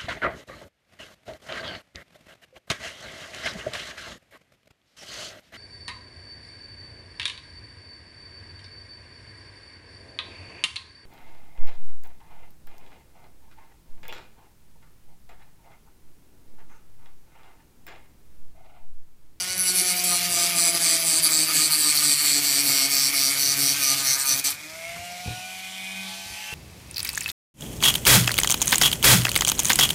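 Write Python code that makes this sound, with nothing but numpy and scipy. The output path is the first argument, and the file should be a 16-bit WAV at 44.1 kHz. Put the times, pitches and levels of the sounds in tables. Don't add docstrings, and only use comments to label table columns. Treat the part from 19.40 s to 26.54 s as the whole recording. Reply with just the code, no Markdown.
import sys
import numpy as np
from scipy import signal
from scipy.fft import rfft, irfft
from scipy.io import wavfile
from scipy.ndimage import uniform_filter1d, map_coordinates

SR = 44100
rng = np.random.default_rng(int(sys.argv[2]) if len(sys.argv) > 2 else 0)


def inscribe(sig):
    pcm = np.round(np.clip(np.atleast_2d(sig).T, -1, 1) * 32767)
    wavfile.write(sys.argv[1], SR, pcm.astype(np.int16))


def how_loud(loudness_db):
    steps = np.asarray(loudness_db, float) / 20
    return 10 ** steps


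N = 314874
TIME_S = np.arange(N) / SR

# start_s, bite_sharpness, returning_grain_share (0-1)
CONTACT = [(0, 2.9, .55), (.19, 1.3, .55), (.25, .3, .75), (.4, .64, .66), (.75, .63, .52), (1, .98, .28),
           (2, .7, .38), (4, .62, .42), (4.9, .55, .53), (5.15, .63, .3), (5.5, .6, .5), (7.14, .6, .55)]


def in_time(rows):
    s, *columns = np.transpose(rows)
    return [np.interp(TIME_S, s, column) for column in columns]


def rms_one(x):
    return x / np.sqrt(np.mean(x ** 2) + 1e-20)


def drift(rate_hz):
    r = np.exp(-40 * np.pi * rate_hz / SR)
    slow = signal.lfilter([1], [1, -2 * r, r * r], rng.standard_normal(N // 20 + 4002))[4000:]
    return np.interp(np.arange(N) / 20, np.arange(len(slow)), rms_one(slow))


def low_pass(x, order, hz):
    return signal.sosfilt(signal.butter(order, hz, fs=SR, output="sos"), x)


def high_pass(x, order, hz):
    return signal.sosfilt(signal.butter(order, hz, "high", fs=SR, output="sos"), x)


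def band_pass(x, order, low_hz, high_hz):
    return signal.sosfilt(signal.butter(order, [low_hz, high_hz], "band", fs=SR, output="sos"), x)


def resonance(x, hz, width_hz):
    r = np.exp(-np.pi * width_hz / SR)
    return signal.lfilter(np.array([1, 0, -1]) * (1 - r * r) / 2, [1, -2 * r * np.cos(2 * np.pi * hz / SR), r * r], x)


def body(x, modes):
    rings = [how_loud(db) * resonance(x, hz, width_hz) for hz, width_hz, db in modes]
    return rms_one(sum((-1) ** k * ring for k, ring in enumerate(rings)))


def coloured(x, spectrum):
    hz, db = np.transpose(spectrum)
    bins_hz = np.maximum(np.arange(N // 2 + 1) * SR / N, 1)
    return rms_one(irfft(rfft(x) * how_loud(np.interp(np.log(bins_hz), np.log(hz), db)), N))


def moving_rings(x, hz, width_hz, apart_hz, place):
    carrier = np.exp(2j * np.pi * np.cumsum(hz) / SR)
    r = np.exp(-np.pi * width_hz / SR)
    low = x * carrier.conj()
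    rings = 0
    for side in (-1, 0, 1):
        share = 0.037 + np.exp(-1.5 * (place - side) ** 2)
        pole = r * np.exp(2j * np.pi * side * apart_hz / SR)
        rings = rings + share * signal.lfilter([1 - r], [1, -pole], low)
    return 2 * np.real(rings * carrier)


def boom_db(tone_hz, mode):
    hz, width_hz, db = mode
    return 20 * np.log10(1 + how_loud(db) / (1 + (2 * (tone_hz - hz) / width_hz) ** 4) ** 2)


def lifted():
    return np.interp(TIME_S, [4.999, 5.004, 5.02, 5.039, 5.044, 5.12, 5.13, 5.165],
                     [0.99, 0.61, 0.2, 0.11, 0.92, 0.85, 0.434, 0.029])


def settling_db():
    settle_s = (0.142, 0.466)     # start_s, end_s
    return np.interp(TIME_S, settle_s, [-5.5, 0])


def bite(turns, sharpness, uneven_db, lets_go=0):
    strength = how_loud(uneven_db * rng.standard_normal(2000))
    cosine = np.cos(2 * np.pi * turns)
    skewed = np.cos(2 * np.pi * turns + lets_go * (1 - cosine))
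    lobe = np.exp(sharpness * (skewed - 1)) * np.interp(turns, np.arange(2000), strength)
    return lobe / np.sqrt(uniform_filter1d(lobe ** 2, size=2400))


def grit(turns, worn_in):
    grains = rng.standard_normal((160, 320))
    returning = map_coordinates(grains, [turns / 12 + 2, turns % 1 * 320], order=1, mode="grid-wrap")
    returning = rms_one(signal.lfilter([1, -.35], [1], returning))
    share = np.clip(worn_in * in_time(CONTACT)[1], 0, 1)
    return np.sqrt(share) * returning + np.sqrt(1 - share) * rng.standard_normal(N)


def wheel_turns(turns, press_db):
    load = uniform_filter1d(press_db, size=2500)
    load = (load - uniform_filter1d(load, size=12000)) * lifted()
    return turns - .55 * np.cumsum(load) / SR + 0.0392 * drift(3) + 0.0031 * drift(27)


def pressing():
    # start_s, length_s, pressure_db, place (0-3 from the tab to the far edge, more counts as 3)
    passes = [(-0.05, 0.087, -31, 0.23), (0.075, 0.074, -31.5, 0.36), (0.173, 0.057, -32.5, 0.044),
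              (0.258, 0.056, -24, 0.49), (0.357, 0.065, -28, 0.28), (0.452, 0.071, -29, 0.7),
              (0.662, 0.12, -29, 0.57), (0.907, 0.16, -29.5, 0.87), (1.166, 0.14, -27, 0.8),
              (1.414, 0.15, -26.5, 0.78), (1.657, 0.14, -27.5, 1.12), (1.907, 0.14, -27, 1.6),
              (2.14, 0.14, -27.5, 1.68), (2.379, 0.15, -29, 1.7), (2.612, 0.14, -28.5, 1.75),
              (2.827, 0.17, -29, 2), (3.031, 0.18, -30, 2.29), (3.25, 0.219, -28, 2.47),
              (3.507, 0.19, -28.5, 2.68), (3.745, 0.15, -27.5, 2.66), (3.974, 0.17, -27.5, 2.82),
              (4.183, 0.15, -29, 2.6), (4.413, 0.12, -29.5, 3.63), (4.649, 0.11, -29, 3.4),
              (4.867, 0.082, -28.5, 2.96), (5.048, 0.037, -27.5, 2.8)]
    # middle_s, pressure_db, place (0-3, more counts as 3)
    returns = [(0.586, -29.5, 2.5), (0.847, -32.5, 1.5), (1.114, -38.5, 0.5), (1.361, -26.5, 1.5),
               (1.614, -31.5, 5), (1.857, -22.5, 2), (2.093, -26.5, 1.5), (2.337, -21.5, 2),
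               (2.577, -22, 2.2), (2.796, -24, 1.5), (3.221, -35.5, 3), (3.927, -33.5, 1.5),
               (4.593, -35, 2.1), (4.813, -29.5, 0.8), (4.992, -33, 0.5)]
    # brushing_db, rise_along_pass_db, ends_over_middle_db, place_0_db, place_1_db, place_2_db, place_3_db
    answers = [
        (-39.5, 1.5, -0.22, -3.5, -3, 3, -0.97),
        (-51.5, 2, -1.5, 1, -6.5, -9.5, 4),
        (-69, 0, 4, -8.5, 10, 7, -2),
        (-41.5, -1.5, 6.5, 12, 4.5, 4, 1.5),
        (-34.5, -13.5, -1.5, -9, -22, -6, -11.5),
        (-48.5, 3, 5.5, -31, -16.5, -18.5, -22.5),
        (-43.5, 3, -9, -46, -25, -49, -75),
    ]
    edge = [1, 0.5, 1.5, -1, 1.5, -2, 2, -1.5, 0.5, -0.2, -1.7, 0.1, -0.5, 2, 1.7, 1.5, 3.7, 1.9, 3, 0.5,
            1.5, 0.5, 3.5, 2.5, 4.5, 8, -5, -5.5, -4, -13.5, -1.5, -5.5, -8, -5.5, -4, -4.5, 3, 2.5, 4, 3.5,
            1]
    rim = [2.5, 1, 4, -1.5, 1.7, 4, -1.3, 1, 1.5, -0.5, 3.5, 0.5, 2, .3, -0.5, -2.5, -6, -2, -2.5, 0, -2.5,
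           2, 0, -0.5, -1, -5.5, 9, 11, 8.5, 17.5, 10.5, 13, 8, 7, 5, 2.5, -2, 3, -11, -6, -7]
    face = [-2, -0.5, .3, -3, 0, 2, -2, 2, 0, -1.5, 0, 1.5, 2, 2, 3.5, 3, 1.5, .3, 1, 0.5, -0.5, 3, 0, .3,
            0, 2, .3, 8, -1, 2, -4, .3, .3, -4, -2, -5, -3, 4, 7, 6, 5]
    weight = [.3, 6, -1, -11, 7, -10, 9.5, 7.5, 8.5, 9, 5, 7, 8.5, 9, 4, 6, 6, 6, 3, 7.5, -4, 6, 2, -14, 6,
              -20, -5, -2, 18, 10, 8, 1, -3, -14, 3, -28, 3, 0, -11, -13, 8]
    bow = [0.63, -0.0086, .3, 2.5, 1.55, 1.4, 2.3, 0.59, 2.1, 1.2, -0.34, -0.23, 1.2, 0.32, 1.6, 2, 1.6,
           1.4, 0.71, 0.66, 0.56, 0.25, 0.69, .3, 1.4, .3, -0.18, 0.82, 0.21, 0.17, 0.37, 0.14, .3, 0.56,
           0.5, 0.7, 0.54, 2.15, .3, -0.014, .3]
    lean = [0.27, .3, 0.27, 0.35, .3, .3, 0.55, 0.34, 0.56, .3, .3, 0.27, .3, 0.34, 0.35, 0.35, 0.21, 0.4,
            0.15, 0.36, 0.34, .3, .3, .3, 0.23, .3]
    press_s, ease_s, return_s = 0.055, 0.0406, 0.0278
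    rows = passes + [(s - return_s / 2, return_s, db, place) for s, db, place in returns]
    start, length, db, place = np.transpose(rows)[:, :, None]
    t = np.arange(0, N + 64, 64) / SR
    shape = np.clip((t - start) / press_s + .5, 0, 1) * np.clip((start + length - t) / ease_s + .5, 0, 1)
    along = np.clip((t - start) / length - .5, -.5, .5)
    edge_db, rim_db, face_db, weight_db, bow_db = np.array([edge, rim, face, weight, bow])[:, :, None]
    lean_db = np.pad(lean, (0, len(returns)))[:, None]
    grips = [0, face_db, edge_db, edge_db + rim_db, 0.64 * edge_db + .4 * rim_db, weight_db, 0]
    light_db = np.interp(t, TIME_S, settling_db())
    levels_db = []
    for (brush_db, rise_db, ends_db, *by_place), grip_db in zip(answers, grips):
        touch_db = db + np.interp(abs(place), range(4), by_place) + grip_db
        touch_db = touch_db + (rise_db + lean_db) * along + ends_db * (2.8 * along ** 2 - 1.01)
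        gain = how_loud(brush_db + light_db) + np.sum(shape * how_loud(touch_db), axis=0)
        levels_db.append(np.interp(TIME_S, t, 20 * np.log10(gain)))
    progress = np.sum((shape * (along + .5))[:len(passes)], axis=0) - .5
    return levels_db, np.interp(TIME_S, t, progress), np.interp(TIME_S, t, np.sum(shape * bow_db, axis=0))


def room():
    # freq_hz, density_db (per Hz)
    spectrum = [(15, -51), (25, -20), (135, -42), (183, 9), (238, 2.5), (509, -5), (762, 2), (882, 1.5),
                (1200, 0), (1560, -43), (2640, -120)]
    hum_db = -63 - 1.5 + 3.4 * lifted() + 2.5 * np.tanh(drift(5.6))
    hum = np.sqrt(2) * how_loud(hum_db) * np.sin(2 * np.pi * 99.4 * TIME_S)
    rumble_db = np.interp(TIME_S, [2.8, 3.1, 4.1, 4.3, 5.0, 5.2, 5.5, 5.7], [5.5, 7, 6.7, 3.64, 6.2, 9.7, 7, 1.5])
    rumble_db = rumble_db - 66.0 + 7.9 * np.tanh(drift(7.4))
    rumble = body(rng.standard_normal(N), [(34, 21, -2.5), (58, 20, 2.0), (109, 21, 5.0)])
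    return how_loud(-57) * coloured(rng.standard_normal(N), spectrum) + how_loud(rumble_db) * rumble + hum


def bumps():
    # start_s, peak_db, pitch_hz, t60_s
    knocks = [(5.562, -36, 172.2, 0.1), (5.591, -36, 90.4, 0.11), (5.625, -45, 109, 0.096),
              (5.859, -24.5, 148.7, 0.042), (5.869, -35, 169, 0.038), (5.876, -20.5, 97, 0.079),
              (5.904, -26.5, 114, 0.17), (5.93, -42, 128, 0.19), (5.974, -37, 120, 0.066),
              (6.859, -41, 91.4, .08), (6.902, -39, 80, 0.069), (6.919, -40, 75.2, 0.12),
              (6.945, -46, 99.8, 0.073), (7.125, -27.5, 89.9, 0.073), (7.131, -42.5, 101.6, 0.11)]
    out, t = np.zeros(N + SR), np.arange(SR // 4) / SR
    puffs = low_pass(rng.standard_normal((len(knocks), len(t))), 2, 450)
    for (s, db, hz, t60), puff in zip(knocks, puffs):
        envelope = how_loud(db - 60 * t / t60) * (1 - np.exp(-t / 0.00041))
        first = round(s * SR)
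        out[first:first + len(t)] += (np.sin(2 * np.pi * hz * t) + 1.9 * puff) * envelope
    return out[:N]


def rubs():
    # middle_s, length_s, centre_hz, level_db
    slides = [
        (5.88, 0.29, 3900, -43.5),
        (6.224, 0.11, 4500, -55),
        (6.799, 0.27, 4200, -43),
        (7.05, 0.21, 4700, -48.5),
        (5.566, .018, 1500, -43),
        (6.7, .08, 3350, -42),
        (6.5, .4, 9100, -60),
    ]
    skin = rng.standard_normal(N)
    out = 0
    for s, length, hz, db in slides:
        swell = np.clip(1 - abs(TIME_S - s) / length, 0, 1)
        out = out + how_loud(db) * swell * rms_one(resonance(skin, hz, 900))
    return out


def motor(turns, speed_hz):
    # start_s, once_a_turn_db, other_multiples_db
    whine = [(0, -55, 7.5), (.35, -45.5, 8.5), (.9, -47, 1), (2.1, -51.5, -10.5), (3, -50.5, -1),
             (4.95, -51.5, 2.5), (5.05, -62, -1), (5.4, -62, -1), (5.6, -55, -1.5), (6.25, -56, -1.5),
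             (6.62, -42, 3), (6.9, -59, 0), (7.14, -62, 5)]
    # speed_multiple, level_db
    harmonics = [(2, -72.5), (3, -72), (3.53, -71.5), (5, -65.5), (6, -62.5), (7, -70.5), (8, -60.5),
                 (9, -60.5), (10, -60.5), (11, -58.5), (12, -58), (13, -56), (14, -62.5), (16, -55)]
    # mode_hz, width_hz, lift_db
    housing = [(310, 11, 21), (527, 16, 14.5), (1462, 19, 3.5), (2800, 45, 9)]
    # mode_hz, width_hz, lift_db
    can = (695.6, 128, 26.3)
    # mode_hz, width_hz, lift_db
    cap = (860, 48, 17.1)
    whistles = [32, 48]
    # start_s, first_db, second_db
    whistle_db = [(0, -62, -66), (5.0, -64, -68), (5.4, -72, -70), (5.75, -54, -63), (6.1, -53, -57),
                  (6.3, -63, -58), (6.7, -62, -58), (6.95, -56, -63), (7.14, -57, -64)]
    # start_s, then level_db at 3.53, 8, 13, 14 and 16 a turn
    free_tones = [(5.2, -75, -78, -78, -75, -78), (5.5, -66, -62, -64, -66, -68),
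                  (5.75, -66, -65.5, -60, -67, -62), (5.95, -59, -50, -56, -66.5, -55),
                  (6.2, -62, -58, -57, -63, -62), (6.5, -59, -64, -57, -56, -61),
                  (6.8, -55.5, -60, -57, -58, -62), (7.14, -61.5, -64, -61.5, -42, -60)]
    once_db, other_db = in_time(whine)
    load = lifted()
    tones = [(1, once_db), (4, -68.5 + 2 * settling_db() + boom_db(4 * speed_hz, can)),
             (4.41, -68.5 + boom_db(4.41 * speed_hz, cap))]
    tones += [(multiple, db + other_db) for multiple, db in harmonics]
    shake = turns + 0.0069 * drift(15.5) + 0.0069 * drift(104)
    out = 0
    for multiple, db in zip(whistles, in_time(whistle_db)):
        out = out + how_loud(db + 3 * drift(6)) * np.sin(2 * np.pi * multiple * (turns + .006 * drift(8)))
    for multiple, db in zip((3.53, 8, 13, 14, 16), in_time(free_tones)):
        out = out + how_loud(db + 2 * drift(7)) * np.sin(2 * np.pi * multiple * (turns + .004 * drift(8)))
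    for multiple, db in tones:
        lift = 1
        if multiple % 1 == 0:
            for hz, width_hz, lift_db in housing:
                lift = lift + how_loud(lift_db) / (1 + (2 * (multiple * speed_hz - hz) / width_hz) ** 2)
        flutter_db = {1: .8 + 3.5 * load, 4: .8}.get(multiple, 3.0)
        tone = np.sin(2 * np.pi * (multiple * shake + rng.random()))
        out = out + lift * how_loud(db + flutter_db * drift(10.3)) * tone
    return np.sqrt(2) * out


def shaft(turns, bow_db):
    # mode_hz, width_hz, level_db
    sheath_modes = [(2224, 184, 6), (2478, 60, 2.5)]
    # start_s, hollow_ring_hz, ring_db, upper_over_lower_mode_db
    hand = [(0, 2843, -52, 1), (.5, 2877, -43, 2), (1.5, 2880, -41, 3), (3.8, 2901, -42.5, -0.5),
            (5.1, 2934, -76, 9), (5.5, 2913, -49, -16), (5.8, 2692, -53, -15), (5.88, 2753, -48, 28),
            (6.2, 3102, -42.5, -5.5), (6.7, 3515, -41.5, 3), (6.8, 3000, -50.5, 16), (6.95, 2640, -40.5, 5),
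            (7.14, 2800, -40, 0)]
    # freq_hz, density_db (per Hz)
    air_spectrum = [(470, -49), (800, -42), (873, -46), (1220, -7.5), (1430, -9), (1640, -10.5), (2210, -3),
                    (5540, -1.5), (8980, -5), (15500, -13.5)]
    # sheath_db, air_db
    loaded = (-37.5, -28.5)
    # sheath_db, air_db
    free = (-43, -41.5)
    ring_hz, ring_db, tilt_db = in_time(hand)
    load = lifted()
    let_go_db = -11 * np.clip((TIME_S - 6.75) / 0.11, 0, 1)
    sheath_db = settling_db() + load * loaded[0] + (1 - load) * free[0] + let_go_db
    air_db = settling_db() + load * loaded[1] + (1 - load) * (free[1] + TIME_S - 6)
    chafe = bite(turns, 0.22, uneven_db=1.0) * [grit(turns, worn_in=1.23), *rng.standard_normal((2, N))]
    lower, upper = [body(chafe[0], [mode]) for mode in sheath_modes]
    tilt = how_loud(tilt_db)
    sheath = (lower - tilt * upper) / np.sqrt(1 + tilt ** 2) * how_loud(sheath_db + bow_db + 1.7 * drift(6.4))
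    spread = low_pass(chafe[1:], 2, 400)
    carrier = 2 * np.pi * np.cumsum(ring_hz) / SR
    hollow = rms_one(spread[0] * np.cos(carrier) + spread[1] * np.sin(carrier)) * how_loud(ring_db + drift(23))
    air = coloured(chafe[0] + 0.53 * chafe[2], air_spectrum)
    return sheath + hollow + air * how_loud(air_db + 0.58 * bow_db + 1.85 * load * drift(6.5))


def chatter():
    # middle_s, level_db
    swells = [(1.42, -45), (2.2, -42), (2.39, -41), (2.46, -41.5), (2.85, -39.5), (3.48, -42), (4.13, -43),
              (.45, -54), (.715, -34.5), (1.0, -54), (1.2, -44), (1.89, -35), (1.97, -38), (2.11, -34),
              (2.33, -36), (2.55, -37), (2.63, -35.5), (3.3, -36.5), (3.53, -41), (3.74, -39.5),
              (3.97, -39), (4.4, -43), (4.5, -45), (4.56, -39), (4.62, -42.5), (4.68, -44), (4.75, -38.5),
              (4.8, -48), (4.85, -37.5), (4.92, -43.5), (5.09, -37.5)]
    s, db = np.transpose(swells)[:, :, None]
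    t = np.arange(0, N + 64, 64) / SR
    return np.interp(TIME_S, t, np.sum(how_loud(db) * np.clip(1 - abs(t - s) / 0.054, 0, 1), axis=0))


def bench(turns, thrum_db, rattle_db):
    # mode_hz, width_hz, level_db
    thrum_modes = [(286.7, 33, 12.5), (374, 9.2, 4.5), (413.3, 6.4, 1.5), (551, 39, -3.5), (681.3, 25, 3)]
    # mode_hz, width_hz, level_db
    rattle_modes = [(927, 450, 0.5), (1203.4, 35, 15.2), (1605, 550, 2.3), (1887, 24, 10)]
    # mode_hz, width_hz, level_db
    loose_ring = (1215, 26, 3)
    # start_s, level_db
    buzz_levels = [
        (.2, -75),
        (.29, -46),
        (.45, -51),
        (.7, -47.5),
        (.9, -65),
        (1.0, -70),
    ]
    rocking = turns + 0.053 * drift(16.7)
    push = np.diff(bite(rocking, 43.0, uneven_db=-1.0), prepend=0) * how_loud(3.75 * np.tanh(drift(26.5)))
    tearing = bite(turns, 0.089, uneven_db=-1.5) * grit(turns, worn_in=1.73)
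    thrum = body(rms_one(push) + 0.85 * tearing, thrum_modes)
    knock = np.diff(bite(turns, 530.0, uneven_db=1.0), prepend=0) * how_loud(7 * np.tanh(drift(12)))
    rattle = body(rms_one(knock) + 2.2 * tearing, rattle_modes)
    loose = how_loud(loose_ring[2]) * body(tearing, [loose_ring])
    buzz = how_loud(in_time(buzz_levels)[0] + 6.0 * drift(16)) * np.sqrt(2) * np.sin(4 * np.pi * turns)
    thrum = how_loud(thrum_db + 2.14 * np.tanh(drift(3.4))) * thrum
    return (thrum + how_loud(rattle_db) * rattle + chatter() * (0.46 * rattle + loose) + buzz) * lifted()


def catches():
    # start_s, peak_db, t60_s
    bursts = [
        (0.178, -3, .012),
        (.188, -14, .012),
        (.221, -13, .01),
        (.638, -9, 0.1),
        (4.996, -7, 0.016),
        (5.043, -14, .03),
        (5.102, -11.5, 0.06),
    ]
    out, t = np.zeros(N), np.arange(SR // 10) / SR
    grains = band_pass(rng.standard_normal((len(bursts), len(t))), 2, 7500, 12500)
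    for (s, db, t60), grain in zip(bursts, grains):
        first = round(s * SR)
        out[first:first + len(t)] += grain * how_loud(db - 2.5 - 60 * t / t60) * (1 - np.exp(-t / .0012))
    return out


def wheel(turns, band_db, progress):
    # low_hz, high_hz, width_hz, ring_over_hiss_db, mode_spacing_hz, slide_along_pass (modes)
    plate = [
        (3850, 5000, 110, 12.5, 150, .2),
        (5200, 6420, 130, 7.5, 170, -.35),
        (7000, 8800, 280, 7.5, 260, .9),
        (8400, 11400, 260, 10, 200, .3),
        (11400, 16200, 900, -9, 900, .3),
    ]
    # start_s, first_hz, second_hz, third_hz, fourth_hz
    ring_centres = [(0, 4660, 5900, 8100, 10500), (.2, 4630, 5840, 7850, 10550),
                    (.8, 4570, 5770, 8160, 9870), (1.0, 4847, 6060, 7840, 9800),
                    (1.5, 4720, 6150, 7960, 9550), (2.0, 4632, 6230, 8200, 9100),
                    (2.7, 4560, 5810, 8060, 9100), (3.6, 4570, 5610, 8000, 9850),
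                    (4.3, 4500, 5900, 8400, 9400), (5.2, 4440, 6020, 7800, 9600)]
    # start_s, swing_hz, swings_per_pass, ring_db
    roll = [(0, 150, 0.42, -6), (.5, 350, 0.53, -2), (.7, 440, 1.3, .3), (1.2, 453, 1.5, 0),
            (1.7, 895, 1.65, 0), (2.3, 840, 1.45, -10), (2.8, 500, 0.95, -16), (4.4, 250, 1.05, -11),
            (4.7, 200, 1.05, -10), (5.2, 199.9, 1.05, -5)]
    sharpness = in_time(CONTACT)[0]
    tearing = [grit(turns, worn_in=1.4), grit(turns, worn_in=1.3)]
    centres, (swing_hz, swings, fade_db) = in_time(ring_centres), in_time(roll)
    centres[3] = centres[3] + swing_hz * np.cos(2 * np.pi * swings * (progress + .5))
    centres[2] = centres[2] + 220 * np.sin(2 * np.pi * 1.2 * progress) + 90 * drift(7)
    centres[0] = centres[0] + 45 * drift(6)
    centres.append(centres[3] * 1.07)
    out = 0
    for k, (low_hz, high_hz, width_hz, ring_db, apart_hz, slide) in enumerate(plate):
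        unsteady = turns + 0.15 * drift(11.0) / (1 + sharpness)
        sharp = np.clip(sharpness * (1.09 + 0.18 * (k == 2)), 0, 8)
        force = bite(unsteady, sharp, uneven_db=-2.0, lets_go=0.42) * tearing[k % 2]
        hiss = band_pass(force, 3, low_hz, high_hz)
        rings = moving_rings(hiss, centres[k], width_hz, apart_hz, 0.3 * drift(6) - slide * progress)
        band = hiss + how_loud(ring_db + (k == 3) * fade_db) * rings
        band = band / np.sqrt(uniform_filter1d(uniform_filter1d(band ** 2, size=480), size=620))
        out = out + band * how_loud(band_db[k] + 0.7 * drift(9.7))
    finest = high_pass(out, 2, 12000)
    dull = low_pass(out, 4, 11800)
    grazing = np.interp(TIME_S, [.17, .2], [.7, 0])
    lift = how_loud(np.interp(TIME_S, [2.5, 3, 5], [-20, -8, -8]))
    return ((1 - grazing) * out + grazing * dull + lift * finest) * lifted()


def sinking_bands(x):
    # centre_hz, width_hz
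    notches = [(2830, 260), (6600, 260), (8800, 300), (11200, 350), (12900, 450), (13800, 400),
               (14800, 450)]
    for hz, width_hz in notches:
        depth = np.clip(.2 + .5 * drift(5), 0, .97) * (.6 + .4 * lifted())
        x = x - depth * resonance(x, hz, width_hz)
    return x


def scene():
    # start_s, speed_hz (turns per second)
    speeds = [(0.0, 181), (0.16, 184.7), (1.21, 171.2), (2.46, 151.7), (2.5, 149.1), (3.34, 138.7),
              (3.36, 136.3), (4.24, 139.3), (4.69, 134.3), (4.95, 135.3), (5.11, 143), (5.33, 160.6),
              (5.61, 174.5), (6.12, 186.4), (6.76, 191.8), (7.14, 193)]
    speed_hz = in_time(speeds)[0]
    press_db, progress, bow_db = pressing()
    turns = np.cumsum(speed_hz) / SR
    rim = wheel_turns(turns, press_db[0])
    background = room() + bumps() + rubs()
    tool = motor(turns, speed_hz) + bench(rim, *press_db[-2:]) + catches()
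    return (background + tool + sinking_bands(shaft(rim, bow_db) + wheel(rim, press_db, progress)))[None]


def top_cut(x):
    return signal.sosfilt(signal.butter(12, 15330, fs=SR, output="sos"), x)


def record(dry):
    mix = high_pass(dry, 2, 45)
    mix = signal.sosfilt(signal.ellip(12, .5, 70, 15330, fs=SR, output="sos"), mix)
    return top_cut(mix)


dry = scene()
out = record(dry)
inscribe(out)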